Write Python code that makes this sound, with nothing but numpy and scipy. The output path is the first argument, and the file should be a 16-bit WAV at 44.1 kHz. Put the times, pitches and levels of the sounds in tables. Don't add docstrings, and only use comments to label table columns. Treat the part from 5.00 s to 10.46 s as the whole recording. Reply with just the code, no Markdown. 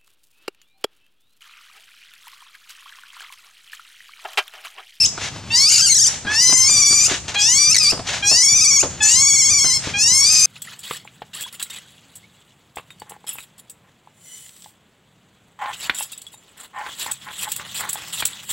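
import sys
import numpy as np
from scipy import signal
from scipy.fft import rfft, irfft, next_fast_len
from scipy.io import wavfile
from scipy.ndimage import uniform_filter1d

SR = 44100
rng = np.random.default_rng(int(sys.argv[2]) if len(sys.argv) > 2 else 0)


def to_wav(sig):
    pcm = np.clip(np.atleast_2d(sig), -1, 1) * 32767
    pcm = np.round(pcm).astype(np.int16)
    wavfile.write(sys.argv[1], SR, pcm.T)


N = 240697
TIME = np.arange(N) / SR

# frequency in Hz, relative level in dB.
RUMBLE_COLOUR = [(25, -42), (55, -5.5), (90, 3), (130, 1), (250, -8.5), (400, -18.5), (800, -14),
                 (1500, -19), (3000, -17.5), (7000, -21.5), (11000, -41), (15000, -51)]
# frequency in Hz, relative level in dB.
PAT_COLOUR = [(80, 3), (280, 10), (550, 4), (1200, 3), (2000, -5), (5000, -4.5), (12000, -65)]
# start in seconds, level in dB before the overall trim,
# main pitch in Hz, ring time to -60 dB in seconds.
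PATS = [(0.177, -17.5, 1400, 0.05), (0.361, -25, 895, 0.034), (0.439, -33, 2620, 0.015),
        (1.248, -26.5, 1580, 0.35), (1.493, -22.5, 2080, 0.15), (1.524, -11.5, 556, 0.057),
        (1.694, -17, 1260, 0.035), (1.909, -19, 250, 0.039), (1.927, -18.5, 1130, 0.048),
        (2.081, -17.5, 1292, 0.027), (2.112, -18, 300, 0.14), (2.922, -15, 526, 0.15),
        (2.974, -21.5, 530, 0.044), (2.992, -19.5, 690, 0.082), (3.313, -15.5, 735, 0.12),
        (3.828, -11.5, 525, 0.17), (4.644, -21.5, 1440, 0.14), (4.872, -18.5, 406, 0.066)]
# frequency in Hz, relative level in dB.
GASP_COLOUR = [(240, -45), (400, -9.5), (660, -8), (1230, -7.5), (1610, -4.5), (3500, -4.5), (5030, -8.5),
               (6610, -6), (11600, -34.5), (15000, -53)]
# peak time in seconds, rise in seconds, fall in seconds, level in dB.
GASPS = [(0.251, 0.052, 0.036, -23.5), (1.099, 0.042, 0.095, -28), (2.12, 0.034, 0.047, -17.5),
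         (2.282, 0.002, 0.036, -24), (2.346, 0.0034, 0.012, -23), (3.095, 0.031, 0.05, -23),
         (3.157, 0.03, 0.055, -27.5), (4.865, 0.047, 0.049, -26.5)]
# frequency in Hz, relative level in dB.
THROAT_COLOUR = [(800, -13.5), (1250, -23), (1700, -12), (2450, -7), (3000, -5.5), (3700, -10), (4800, 6.5),
                 (6000, 5.5), (7000, 5.5), (9000, -2.5), (10300, -13), (12000, -16.5), (15000, -36)]
# centre in seconds, half length in seconds, level change in dB.
CATCHES = [(2.742, 0.0021, -21), (2.756, 0.0019, 22), (2.758, 0.0061, -23), (2.766, 0.0015, 6),
           (2.776, 0.0015, 7), (2.802, 0.0017, -13)]
# centre in seconds, half length in seconds, added roughness from 0 to 1.
RASPS = [(0.714, 0.028, 0), (1.322, 0.03, 0.39), (2.061, 0.066, 0.22), (2.4, 0.044, 0.2),
         (4.102, 0.054, 0.4), (5.405, 0.184, 0.4)]
# start in seconds, end in seconds, first pitch in Hz, last pitch in Hz, shrill part in dB,
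# lower part in dB, mouth resonance in Hz, roughness from 0 to 1, quaver depth as share of pitch,
# time of one quaver crest in seconds, final flick as share of pitch.
SHRIEKS = [(0, 0.065, 2450, 2510, -8.5, -24, 6500, 0.29, 0.087, .016, .46),
           (.698, 0.813, 1428, 1375, -13.5, -23, 7050, 0.51, 0.036, 0.62, 0),
           (.7, 0.814, 2320, 2418, -10, -28.5, 6660, 0.54, 0.057, .745, 0.062),
           (.813, 0.892, 1674, 1338, -10.5, -24, 4670, 0.18, 0.045, .85, .1),
           (0.891, 0.935, 2184, 2045, -7.5, -22.5, 6300, 0.25, .02, .91, 0),
           (0.938, 1.086, 1832, 1606, -9, -31.5, 5760, 0.18, 0.11, .969, 0.1),
           (2.738, 2.773, 2260, 1938, -7.5, -14, 6200, 0.38, 0.024, 2.75, 0.0099),
           (2.779, 2.79, 1795, 1670, -6, -31, 5500, .3, 0, 2.78, 0),
           (2.794, 2.915, 1306, 1021, -11, -22.5, 5000, 0.26, .01, 2.83, 0.41)]
# time in seconds, pitch in Hz.
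CLIMBS = [
    [(.5, 877), (.555, 949), (.6, 1073), (.7, 1196)],
    [(1.265, 803), (1.38, 908), (1.425, 1009), (1.64, 1038), (1.707, 1196), (1.88, 1148), (2.073, 1207)],
    [(2.35, 814), (2.44, 833), (2.59, 1158), (2.738, 1201)],
    [(3.22, 801), (3.287, 822), (3.474, 1124), (3.616, 1232), (3.824, 1046)],
    [(4.003, 855), (4.08, 875), (4.21, 1096), (4.29, 1130), (4.46, 1068), (4.53, 1201), (4.61, 1089),
     (4.71, 1016), (4.781, 1096)],
    [(4.938, 805), (4.985, 819.4), (5.15, 1063), (5.22, 1103), (5.31, 1255), (5.456, 1211)],
]
# start in seconds, end in seconds, swell in seconds, release in seconds,
# shrill part in dB, its fade in dB per second, lower part in dB, lead of the lower part at the start in dB,
# nasal resonance in Hz, mouth resonance at first in Hz, mouth resonance at last in Hz,
# roughness from 0 to 1, full quaver depth as share of pitch, quaver rate in Hz,
# time of one quaver crest in seconds, final flick as share of pitch.
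CRIES = [(0.502, 0.702, 0.051, .003, -8.5, 5, -25, 2.5, 2740, 4900, 4380, 0.2, 0.0063, 13, 0.51, 0.34),
         (1.266, 2.072, 0.13, 0.0018, -8.5, 1.5, -23.5, 3.5, 1640, 5500, 6670, 0.19, 0.022, 18.8, 1.75, 0.19),
         (2.354, 2.736, 0.063, 0.0027, -11.5, -7, -24, 7, 3480, 6430, 5500, 0.17, 0.02, 18.3, 2.77, 0.22),
         (3.223, 3.821, 0.055, 0.0018, -8.5, 2, -24, 4.5, 2690, 5760, 6300, 0.1, 0.041, 16.1, 3.565, 0.37),
         (4.003, 4.777, 0.029, 0.092, -8.5, 4.5, -23.5, 6.5, 2830, 7120, 5450, 0.07, 0.0328, 17.5, 4.4, 0.018),
         (4.936, 5.46, 0.079, 0.0026, -10.5, -4, -25.5, 5.5, 2500, 5600, 6020, 0.04, 0.021, 18, 5.04, 0.079)]
# frequency in Hz, time to -60 dB in seconds.
TAIL_T60 = [(200, 1), (1000, 0.041), (4000, 0.26), (8000, 0.52), (14000, 0.19)]
# frequency in Hz, left minus right in dB.
LEAN = [(300, 3), (1000, 0), (2200, 0), (5000, 2.5), (8000, 5), (12000, 0.5)]

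EDGE_HZ = 15700
SHRIEK_QUAVER_HZ = 17.6
FLICK_S = 0.016
QUAVER_GROWS_S, QUAVER_UNEVEN = 0.409, 0.34
SWELL_DB, LOWER_SWELL_DB = 36, 1
OPENING_S = 0.1
RELEASE_DB = 4
MOUTH_SWAY_HZ = 300


def amp(db):
    return 10 ** (np.asarray(db) / 20)


def unit(x):
    return x / np.sqrt(np.mean(x ** 2) + 1e-20)


def read(points, hz):
    f, value = np.transpose(points)
    return np.interp(np.log(hz + 1), np.log(f + 1), value)


def follow(rows, t):
    s, *columns = np.transpose(rows)
    return [np.interp(t, s, c) for c in columns]


def add(mix, s, sound):
    part = mix[max(round(s * SR), 0):][:len(sound)]
    part += sound[:len(part)]


def noise(colour, size=N):
    full = next_fast_len(size)
    white = rfft(rng.standard_normal(full))
    gain = amp(read(colour, np.fft.rfftfreq(full, 1 / SR)))
    return unit(irfft(white * gain, full)[:size])


def wander(hz, size=N):
    lowpass = signal.butter(2, hz, fs=SR, output="sos")
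    drift = signal.sosfilt(lowpass, rng.standard_normal(size + SR // 2))
    return unit(drift)[-size:]


def resonate(x, hz, width):
    r = np.exp(-np.pi * width / SR)
    return 2 * signal.lfilter([1 - r], [1, -r * np.exp(2j * np.pi * hz / SR)], x).real


def bump(f, hz, width):
    return 1 / (1 + ((f - hz) / width) ** 2)


def background(rumble_db=-35.0, swell_db=2, scuff_db=-50, scuff_spread_db=5):
    rumble = amp(rumble_db + swell_db * wander(9.0)) * noise(RUMBLE_COLOUR)
    scuffs = amp(scuff_db + scuff_spread_db * np.minimum(wander(16), 2)) * noise(PAT_COLOUR)
    return rumble + scuffs


def pats(trim_db=-1, ring_db=7, width_hz=150, rise_s=0.00021, thud_db=-15, thud_hz=105, thud_t60=0.17):
    slap, out = noise(PAT_COLOUR), np.zeros(N)
    t = np.arange(SR // 3) / SR
    for s, db, hz, t60 in PATS:
        burst = slap[int(s * SR):][:len(t)]
        ring = amp(ring_db) * resonate(burst, hz, width_hz)
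        body = unit(burst + ring) * amp(-60 * t / t60)
        low = resonate(resonate(burst, thud_hz, thud_hz / 2), thud_hz, thud_hz / 2)
        thud = unit(low) * amp(thud_db - 60 * t / thud_t60)
        add(out, s, amp(db + trim_db) * (body + thud) * (1 - np.exp(-t / rise_s)))
    return out


def gasps(grain_db=2):
    swell = 0
    for s, rise, fall, db in GASPS:
        swell = swell + amp(db) * np.exp(-((TIME - s) / np.where(TIME < s, rise, fall)) ** 2)
    return swell * noise(GASP_COLOUR) * amp(grain_db * wander(59))


def span(start, end):
    return np.arange(max(int(start * SR), 0), int((end + 0.0035) * SR)) / SR


def inflect(t, depth, quaver_hz, crest, flick):
    quaver = depth * np.cos(2 * np.pi * quaver_hz * (t - crest))
    return 1 + quaver + flick * np.exp(np.minimum(t - t[-1] + 0.0031, 0) / FLICK_S)


def call(t, hz, shrill_db, lower_db, mouth_hz, roughness, nasal_hz=3250,
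         mouth_db=11, mouth_width_hz=520, nasal_db=13, nasal_width_hz=330,
         second_db=3, third_db=-6, split_hz=3850, flicker_db=2,
         jitter_depth=0.079, quiver=0.0032, shimmer=0.72, doubling=0.16, air_db=-9,
         ripple_db=4.0, bounce_s=0.000709, bounce_drift_s=0.00008):
    size = len(t)
    rough = np.clip(roughness, 0, 1)
    jitter = jitter_depth * rough ** 1.4 * wander(910, size) + quiver * wander(60, size)
    phase = 2 * np.pi * np.cumsum(hz * (1 + jitter)) / SR
    flutter = unit(1 + rough * (shimmer * wander(710, size) + doubling * np.cos(phase / 2)))
    k = np.arange(1, 18)[:, None]
    f = k * hz
    closed = np.clip((1005 - hz) / 160, 0, 1)
    colour_db = read(THROAT_COLOUR, f) + mouth_db * bump(f, mouth_hz, mouth_width_hz)
    colour_db += nasal_db * closed * bump(f, nasal_hz, nasal_width_hz)
    colour_db += (1 - closed) * (second_db * (k == 2) + third_db * (k == 3))
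    bounce = bounce_s + bounce_drift_s * wander(3.87, size)
    colour_db += ripple_db * np.cos(2 * np.pi * f * bounce)
    colour_db += flicker_db * np.array([wander(31, size) for _ in k])
    gain = amp(colour_db) * (f < EDGE_HZ)
    upper = 1 / (1 + (split_hz / f) ** 20)
    level = 0
    for share, db in [(upper, shrill_db), (1 - upper, lower_db)]:
        power = ((gain * share) ** 2).sum(0) / 2
        level = level + share * amp(db) / np.sqrt(power + 1e-9)
    air = amp(air_db + shrill_db) * rough ** 0.81 * noise(THROAT_COLOUR, size)
    harmonics = gain * level * np.cos(k * phase + np.pi * k ** 2 / 5)
    voice = harmonics.sum(0) * flutter + air
    catch_db = sum(db * np.exp(-((t - s) / half) ** 2) for s, half, db in CATCHES)
    edges = np.clip(np.minimum(t - t[0], t[-1] - t) / 0.0061, 0, 1)
    return t[0], voice * amp(catch_db) * edges


def shriek(start, end, first_hz, last_hz, shrill_db, lower_db, mouth_hz, rough, depth, crest, flick,
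           unsteady=0.042):
    t = span(start, end)
    slide = np.linspace(first_hz, last_hz, len(t))
    hz = slide * inflect(t, depth, SHRIEK_QUAVER_HZ, crest, flick)
    hz = hz * (1 + unsteady * rough * wander(127, len(t)))
    return call(t, hz, shrill_db, lower_db, mouth_hz, rough)


def cry(climb, start, end, swell, release, shrill_db, fade_db_per_s, lower_db, lead_db, nasal_hz,
        mouth_first_hz, mouth_last_hz, rough, depth, quaver_hz, crest, flick):
    t = span(start, end)
    age = t - t[0]
    growth = np.minimum(age / QUAVER_GROWS_S, 1)
    depth = depth * growth * (1 + QUAVER_UNEVEN * wander(10.5, len(t)))
    glide = uniform_filter1d(follow(climb, t)[0], size=900)
    hz = glide * inflect(t, depth, quaver_hz, crest, flick)
    weak = np.clip(1 - age / swell, 0, 1) ** 1.09
    sink = RELEASE_DB * np.exp((t - t[-1]) / release)
    shrill = shrill_db - SWELL_DB * weak - fade_db_per_s * age - sink
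    lead = lead_db * np.exp(-(age / OPENING_S) ** 2)
    lower = lower_db - LOWER_SWELL_DB * weak + lead - 0.43 * fade_db_per_s * age - sink
    mouth_hz = np.linspace(mouth_first_hz, mouth_last_hz, len(t)) + MOUTH_SWAY_HZ * wander(10.7, len(t))
    rough = rough + sum(more * np.exp(-((t - s) / half) ** 2) for s, half, more in RASPS)
    return call(t, hz, shrill, lower, mouth_hz, rough, nasal_hz)


def monkey():
    out = np.zeros(N)
    for climb, row in zip(CLIMBS, CRIES):
        add(out, *cry(climb, *row))
    for row in SHRIEKS:
        add(out, *shriek(*row))
    return out


def room(x, early_db=-13, early_t60=0.1, tail_db=-12):
    t = np.arange(SR // 2) / SR
    signs = rng.choice([-1., 1.], (2, len(t)))
    sparse = rng.random((2, len(t))) < 2500 / SR
    taps = signs * sparse * (t > 0.001)
    early = taps * amp(-60 * t / early_t60)
    hz, s, z = signal.stft(taps * (t > 0.012), SR, nperseg=256)
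    decay = amp(-60 * s / read(TAIL_T60, hz)[:, None])
    tail = signal.istft(z * decay, SR, nperseg=256)[1][:, :len(t)]
    echo = 0
    for db, part in [(early_db, early), (tail_db, tail)]:
        echo = echo + amp(db) * part / np.linalg.norm(part, axis=1, keepdims=True)
    return signal.fftconvolve(x[None], echo, axes=1)[:, :N]


def microphones(x, lag):
    spectrum = rfft(x, 2 ** 18)
    hz = np.linspace(0, SR / 2, len(spectrum))
    lean = amp(read(LEAN, hz) / 2)
    right = np.exp(-2j * np.pi * hz * lag / SR) / lean
    return irfft(spectrum * np.array([lean, right]))[:, :N]


def scene():
    voice, steps = monkey() + gasps(), pats()
    close = microphones(voice, lag=0.43) + microphones(steps + background(), lag=0.97)
    return close + room(voice + amp(-8.5) * steps)


def record(dry, threshold_db=-20, squeeze=0.33, recovery_db_per_s=45):
    power = uniform_filter1d((dry ** 2).mean(0), size=400)
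    power_db = 10 * np.log10(abs(power) + 1e-12)
    fall = TIME * recovery_db_per_s
    held_db = np.maximum.accumulate(power_db + fall) - fall
    over_db = np.maximum(held_db - threshold_db, 0)
    reduction = amp(squeeze * uniform_filter1d(over_db, size=200))
    clipped = np.clip(dry / reduction, -1, 1)
    lowpass = signal.firwin(511, EDGE_HZ, window=("kaiser", 9), fs=SR)
    return signal.oaconvolve(clipped, lowpass[None], "same")


dry = scene()
out = record(dry)
to_wav(out)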